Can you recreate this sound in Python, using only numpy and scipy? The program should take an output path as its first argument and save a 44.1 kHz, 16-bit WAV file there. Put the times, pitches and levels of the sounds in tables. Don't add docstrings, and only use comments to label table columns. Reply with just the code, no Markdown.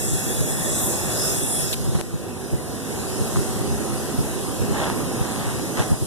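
import sys
import numpy as np
from scipy import signal
from scipy.fft import rfft, irfft, next_fast_len
from scipy.io import wavfile
from scipy.ndimage import uniform_filter1d, minimum_filter1d, map_coordinates

SR = 44100
rng = np.random.default_rng(int(sys.argv[2]) if len(sys.argv) > 2 else 0)


def store_wav(level_fs):
    pcm = np.round(np.clip(np.atleast_2d(level_fs), -1, 1) * 32767)
    wavfile.write(sys.argv[1], SR, pcm.T.astype(np.int16))


N = 267554
TIME = np.arange(N) / SR

# (frequency [Hz], level [dB per Hz])
JET_SPECTRUM = [(300, -12), (650, 4.5), (950, -15), (1250, -18.5), (1800, -0.5), (2250, -11), (2700, -2),
                (3120, -46), (3350, 0), (3750, -7.5), (4400, -12), (5250, -4), (5800, -7), (7000, -2),
                (9500, -4), (11000, -6.5), (12900, -6), (14200, -12.5)]
# (frequency [Hz], likeness)
JET_LIKENESS = [(300, 0.15), (1100, 0.66), (1600, -0.15), (2050, -0.93), (2500, -0.84), (2800, -0.37),
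                (3050, -1.9), (3200, 1.1), (3750, 0.53), (4000, 0.21), (4250, -0.48), (4750, -1.8),
                (5150, 0.38), (5700, 0.48), (6400, 0.3), (9000, 0.45), (14000, 0.9)]
# (frequency [Hz], width [Hz], level of the added peak against the hiss [dB])
WHISTLE = (9750, 700, 1.5)
# (time [s], level [dB], half length [s], centre [Hz], width [Hz])
JET_SURGES = [(0.13, -31, 0.066, 7540, 2600), (0.813, -27.5, 0.15, 7860, 2900),
              (0.84, -30, 0.05, 12600, 2600), (1.228, -32.5, 0.065, 5200, 800),
              (1.274, -28, 0.1, 8850, 6000), (1.53, -26, 0.09, 9550, 2580)]
# (frequency [Hz], level [dB per Hz])
SPIT_SPECTRUM = [(1000, -24), (1900, -15), (2500, -7.5), (3600, -3), (4500, -5), (6500, -20), (10000, -6),
                 (14000, -17)]
# (time [s], level before damping [dB], ring [Hz])
VALVE_CHATTER = [(1.7283, -19, 3600), (1.731, -11.5, 3870), (1.736, -18, 3500), (1.7427, -21, 3000)]
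# (time [s], peak [dB])
CLOSE_CLICK = (2.0124, 1.42)
# (frequency [Hz], level [dB per Hz])
CLICK_SPECTRUM = [(200, 16), (900, 11.5), (1900, 2), (2700, 3), (4500, 1), (7000, -2), (11000, -2),
                  (14000, -12), (16000, -42)]
# (time [s], level [dB], half length [s], grit level [dB])
SHOE_SCUFFS = [(1.859, -35, 0.0058, -4), (1.957, -29, 0.0078, -4), (2.0, -31.5, 0.0076, 2),
               (4.826, -25.5, 0.067, -1), (5.28, -34.5, 0.11, 1), (5.495, -34, 0.076, -2),
               (5.799, -26, 0.024, 1), (5.942, -31.5, 0.012, -18)]
# (frequency [Hz], level [dB per Hz])
GRAVEL_SPECTRUM = [(100, -43), (400, -2), (800, 5), (1200, -0.5), (1900, -2.5), (2600, -9), (3500, -8),
                   (4600, -16), (7000, -16), (14000, -41)]
# (time [s], level before damping [dB], ring [Hz])
STONE_SNAPS = [(3.359, -10, 1130), (3.3687, -9.5, 1030), (4.757, -14, 1210), (4.825, -13, 850),
               (4.8418, -14.5, 3330), (4.8755, -11, 750), (4.900, -4.5, 1020), (5.596, -15, 700),
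               (5.785, -16, 900)]
# (frequency [Hz], level [dB per Hz])
CRACK_SPECTRUM = [(300, 0), (1500, 0), (3300, -4), (6000, -8), (14000, -22)]
# (time [s], level [dB])
WIND_PUFFS = [(0.138, -18.5), (0.41, -22), (1.884, -20), (1.958, -21), (2.15, -18), (2.541, -13),
              (3.22, -22), (3.379, -15), (3.724, -22), (4.2, -17), (4.62, -18), (4.712, -19), (5.214, -19),
              (5.48, -23), (5.805, -16.5), (5.925, -11.5), (6.026, -19)]
# (time [s], level [dB])
WIND_FLUTTER = [(0, -30), (0.5, -30), (1.1, -36), (1.9, -26), (2.35, -39), (2.8, -43), (3.2, -30.5),
                (4.2, -31), (5.0, -38), (6.07, -42)]
# (frequency [Hz], level [dB per Hz])
WIND_SPECTRUM = [(25, -22), (42, -4), (58, -1), (90, 3), (140, 6), (220, -7.5), (400, -19), (900, -39),
                 (3000, -77)]
# (time [s], level before damping and dulling [dB], ring [Hz])
CASE_BUMPS = [(2.535, -16, 300), (2.697, -19, 350), (6.024, -15, 300)]
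# (frequency [Hz], level [dB])
DIESEL_ORDERS = [(140, -62), (215, -43.5), (243, -50), (270, -47), (339, -44), (382, -42), (409, -46),
                 (500, -47.5), (759, -46.5), (1007, -52.5)]
# (time [s], trim [dB])
DIESEL_TRIM = [(0, 2), (1.6, -2), (2.2, 4), (2.9, 2), (3.5, 3.5), (5.2, 2), (6.07, -2.5)]
# (time [s], level [dB])
ROAR_LEVEL = [(0, -33), (0.75, -29), (1.25, -27), (1.8, -33.5), (2.25, -28.5), (2.7, -30), (3.3, -27.5),
              (4.4, -29), (5.0, -26), (5.25, -30), (5.85, -28), (6.07, -36)]
# (frequency [Hz], level [dB per Hz])
ROAR_SPECTRUM = [(25, -14), (60, -1), (120, 2.5), (220, 1), (380, 1), (600, -5.5), (1000, -10), (1400, -13),
                 (1900, -16), (2600, -18.5), (4400, -41), (9000, -56)]
# (time [s], level [dB])
TYRE_LEVEL = [(0, -40.5), (1.8, -34.5), (2.3, -36.5), (3.4, -32), (3.75, -34), (6.07, -34)]
# (frequency [Hz], level [dB per Hz])
TYRE_SPECTRUM = [(1000, -63), (2500, -11), (3400, -5), (4400, -4.5), (5100, -4), (6000, -2.5), (7000, -2.5),
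                 (8600, -3), (9800, 2), (11200, -5.5), (12800, -7), (14200, -15.5)]
# (frequency [Hz], likeness)
# The spaced ports fall out of phase near 2.3 and 4.5 kHz, which sounds hollow.
PORT_LIKENESS = [(50, -0.9), (130, 0.059), (290, 0.17), (640, 0.63), (1150, 0.96), (1500, 0.71),
                 (1850, -0.18), (2120, -1.28), (2400, -1.42), (2700, 0.11), (3100, 0.74), (3500, 0.68),
                 (3900, 0.13), (4330, -0.92), (4680, -0.87), (5050, 0.38), (5800, -0.028), (7000, 0.2),
                 (14000, -0.0086)]
# (time [s], factor on the likeness)
HOLLOW_DEPTH = [(0, 1.3), (0.3, 1.3), (0.45, 1.9), (0.7, 1.15), (1.15, 1.15), (1.3, 1.6), (1.55, 1.8),
                (1.8, 1), (2.7, 1.3), (3.4, 0.85), (4.7, 0.95), (5.1, 1.3), (5.4, 1)]
# (low [Hz], high [Hz])
HOLLOW_RANGE = (1900, 5000)
# (frequency [Hz], left minus right [dB])
STEREO_LEAN = [(100, 2.5), (250, -6), (400, -4), (800, -2), (1200, 0.8), (2000, 0), (4900, 0), (5400, -1),
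               (8500, 0.8), (13000, -1.2)]

JET_DB, JET_SHUT_S = -27.5, 1.749
SPIT_DB, SPIT_S = -24, 0.021
CHATTER_T60 = 0.0066
KNOCK_RISE_S = 0.00075
STONE_T60 = 0.0064
CRACK_DB, CRACK_T60 = -17.5, 0.0071
GRIT_HZ = 1900
PUFF_S = 0.023
EDDY_DB, EDDIES_PER_S = 2, 14
BUMP_T60, BUMP_TOP_HZ = 0.016, 900
FADE_DB, PHASE_DRIFT_RAD = 2.6, 1.3
TREBLE_HZ, TREBLE_LAG_S = 5160, 0.0004487
SWAY, SWAYS_PER_S = 0.018, 14
HOLLOW_WAVER = 0.1
CEILING_DB, HOLD_S, RELEASE_DB_PER_S = -4.4, 0.22, 5.5
TOP_HZ = 14320


def air_jet():
    whistle_hz, width, boost_db = WHISTLE
    flow = rush(JET_SPECTRUM, depth_db=3.0, alike=JET_LIKENESS)
    flow = filtered(flow, lambda hz: 1 + amp(boost_db) / (1 + (2 * (hz - whistle_hz) / width) ** 2))
    hiss = amp(JET_DB) * unit(flow)
    eddies = rush([(3000, -17), (5000, -11)], depth_db=2.0, alike=JET_LIKENESS)
    for s, level_db, half, centre, band in JET_SURGES:
        bright = filtered(eddies, lambda hz: np.exp(-2 * ((hz - centre) / band) ** 2))
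        hiss = hiss + amp(level_db) * swell(s, half) * unit(bright)
    valve = np.clip((JET_SHUT_S - TIME) / 0.01, 0, 1)
    closing = np.clip((TIME - JET_SHUT_S + SPIT_S) / 0.001, 0, 1) * valve
    sputter = noise() * amp(1.9 * wobble(600))
    spit = unit(heard(sputter, SPIT_SPECTRUM, alike=[(100, -0.44)]))
    chatter = sum(knock(s, db, hz, CHATTER_T60) for s, db, hz in VALVE_CHATTER)
    unsteady = amp(0.61 * wobble(19.8))
    return unsteady * valve * hiss + amp(SPIT_DB) * closing * spit + chatter


def click():
    s, db = CLOSE_CLICK
    blow = np.arange(N) == round(s * SR)
    tick = heard(np.array([blow, blow], float), CLICK_SPECTRUM, alike=[(100, 0.27)])
    return amp(db) * tick / np.abs(tick).max()


def shoes():
    grains = unit(heard(noise() * amp(2.8 * wobble(500)), GRAVEL_SPECTRUM))
    body = filtered(grains, lambda hz: 1 / (1 + (hz / GRIT_HZ) ** 4))
    grit = grains - body
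    grind = sum(amp(db) * swell(s, half) * (body + amp(grit_db) * grit)
                for s, db, half, grit_db in SHOE_SCUFFS)
    snaps = sum(amp(db + CRACK_DB) * dying(s, CRACK_T60) for s, db, hz in STONE_SNAPS)
    cracks = unit(heard(noise(), CRACK_SPECTRUM)) * snaps
    rings = sum(knock(s, db, hz, STONE_T60) for s, db, hz in STONE_SNAPS)
    return grind + cracks + filtered(rings, lambda hz: blend(PORT_LIKENESS, hz)[0])


def wind():
    flutter = amp(curve(WIND_FLUTTER) + EDDY_DB * np.tanh(wobble(EDDIES_PER_S)))
    puffs = sum(amp(db) * swell(s, PUFF_S / 2) for s, db in WIND_PUFFS)
    air = unit(heard(noise(), WIND_SPECTRUM, alike=[(100, -0.97)]))
    power = uniform_filter1d(np.mean(air ** 2, axis=0), size=1100)
    strength = np.sqrt(np.abs(power) + 1e-6)
    return air * (flutter + puffs / strength)


def handling():
    bumps = sum(knock(s, db, hz, BUMP_T60) for s, db, hz in CASE_BUMPS)
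    return filtered(bumps, lambda hz: 1 / (1 + (hz / BUMP_TOP_HZ) ** 4))


def diesel():
    clock = np.cumsum(1 + 0.005 * wobble(3)) / SR
    hum = 0
    for hz, db in DIESEL_ORDERS:
        level = amp(db + FADE_DB * wobble(6))
        hum = hum + level * np.sin(2 * np.pi * hz * clock + PHASE_DRIFT_RAD * wobble(17))
    return amp(curve(DIESEL_TRIM)) * hum


def traffic():
    roar = amp(curve(ROAR_LEVEL) + 0.5 * wobble(8)) * rush(ROAR_SPECTRUM, depth_db=1.8)
    tyres = amp(curve(TYRE_LEVEL) + 0.079 * wobble(21)) * rush(TYRE_SPECTRUM, depth_db=2.13)
    return roar + tyres


def rush(spectrum, depth_db, alike=PORT_LIKENESS):
    hz, t, z = signal.stft(noise(), SR, nperseg=1024)
    patches = rng.standard_normal(z.shape[1:])
    patches = uniform_filter1d(uniform_filter1d(patches, size=7, axis=0), size=8, axis=1)
    sway = np.exp(SWAY * np.interp(t, TIME, wobble(SWAYS_PER_S)))
    hollow = curve(HOLLOW_DEPTH) * np.exp(HOLLOW_WAVER * wobble(SWAYS_PER_S))
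    hollow = np.interp(t, TIME, hollow)
    inside = (hz > HOLLOW_RANGE[0]) & (hz < HOLLOW_RANGE[1])
    depth = np.where(inside[:, None], hollow, 1)
    z = z * amp(depth_db * unit(patches)) * blend(alike, hz[:, None] * sway, depth)
    drifting = signal.istft(z, nperseg=1024)[1][:, :N]
    mid, side = filtered(drifting, lambda f: amp(along(spectrum, f)))
    return unit(np.array([mid + side, mid - side]))


def heard(pair, spectrum, alike=PORT_LIKENESS):
    mid, side = filtered(pair, lambda hz: amp(along(spectrum, hz)) * blend(alike, hz))
    return np.array([mid + side, mid - side])


def blend(alike, hz, depth=1):
    turn = np.arccos(np.clip(along(alike, hz) * depth, -1, 1)) / 2
    return np.array([np.cos(turn), np.sin(turn)])


def lag_right(x):
    def response(hz):
        half_turn = np.pi * (hz * TREBLE_LAG_S - 0.5) * (hz > TREBLE_HZ)
        return np.exp(1j * half_turn * np.array([[1], [-1]]))
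    return filtered(x, response)


def knock(s, db, hz, t60):
    rise = np.clip((TIME - s) / KNOCK_RISE_S, 0, 1)
    return amp(db) * rise * dying(s, t60) * np.sin(2 * np.pi * hz * (TIME - s))


def dying(s, t60):
    return (TIME >= s) * amp(-60 * np.clip((TIME - s) / t60, 0, 3))


def swell(s, half):
    return np.exp(-0.5 * np.minimum(((TIME - s) / half) ** 2, 100))


def wobble(rate):
    coarse = TIME[::16]
    knots = rng.standard_normal(int(N * rate / SR) + 4)
    return np.interp(TIME, coarse, map_coordinates(knots, [coarse * rate]))


def noise():
    return rng.standard_normal((2, N))


def filtered(x, response):
    m = next_fast_len(N + SR // 2)
    return irfft(rfft(x, m) * response(np.fft.rfftfreq(m, 1 / SR)), m)[..., :N]


def along(points, hz):
    f, v = np.transpose(points)
    return np.interp(np.log(hz + 1), np.log(f + 1), v)


def curve(rows):
    return np.interp(TIME, *np.transpose(rows))


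def amp(db):
    return 10 ** (np.asarray(db) / 20)


def unit(x):
    return x / np.sqrt(np.mean(x ** 2) + 1e-20)


def limiter(x):
    needed_db = np.minimum(0, CEILING_DB - 20 * np.log10(np.abs(x).max(axis=0) + 1e-9))
    half = int(HOLD_S * SR / 2)
    held_db = minimum_filter1d(needed_db, size=2 * half + 1, origin=half)
    climb_db = RELEASE_DB_PER_S * TIME
    gain_db = np.minimum.accumulate(held_db - climb_db) + climb_db
    return x * amp(gain_db)


def scene():
    air = lag_right(traffic() + air_jet()) + diesel() + shoes()

    def lean(hz):
        half_db = along(STEREO_LEAN, hz) / 2
        return amp(np.array([half_db, -half_db]))
    return filtered(air, lean) + wind() + handling() + click()


def record(dry):
    return filtered(limiter(dry), lambda hz: hz < TOP_HZ)


dry = scene()
out = record(dry)
store_wav(out)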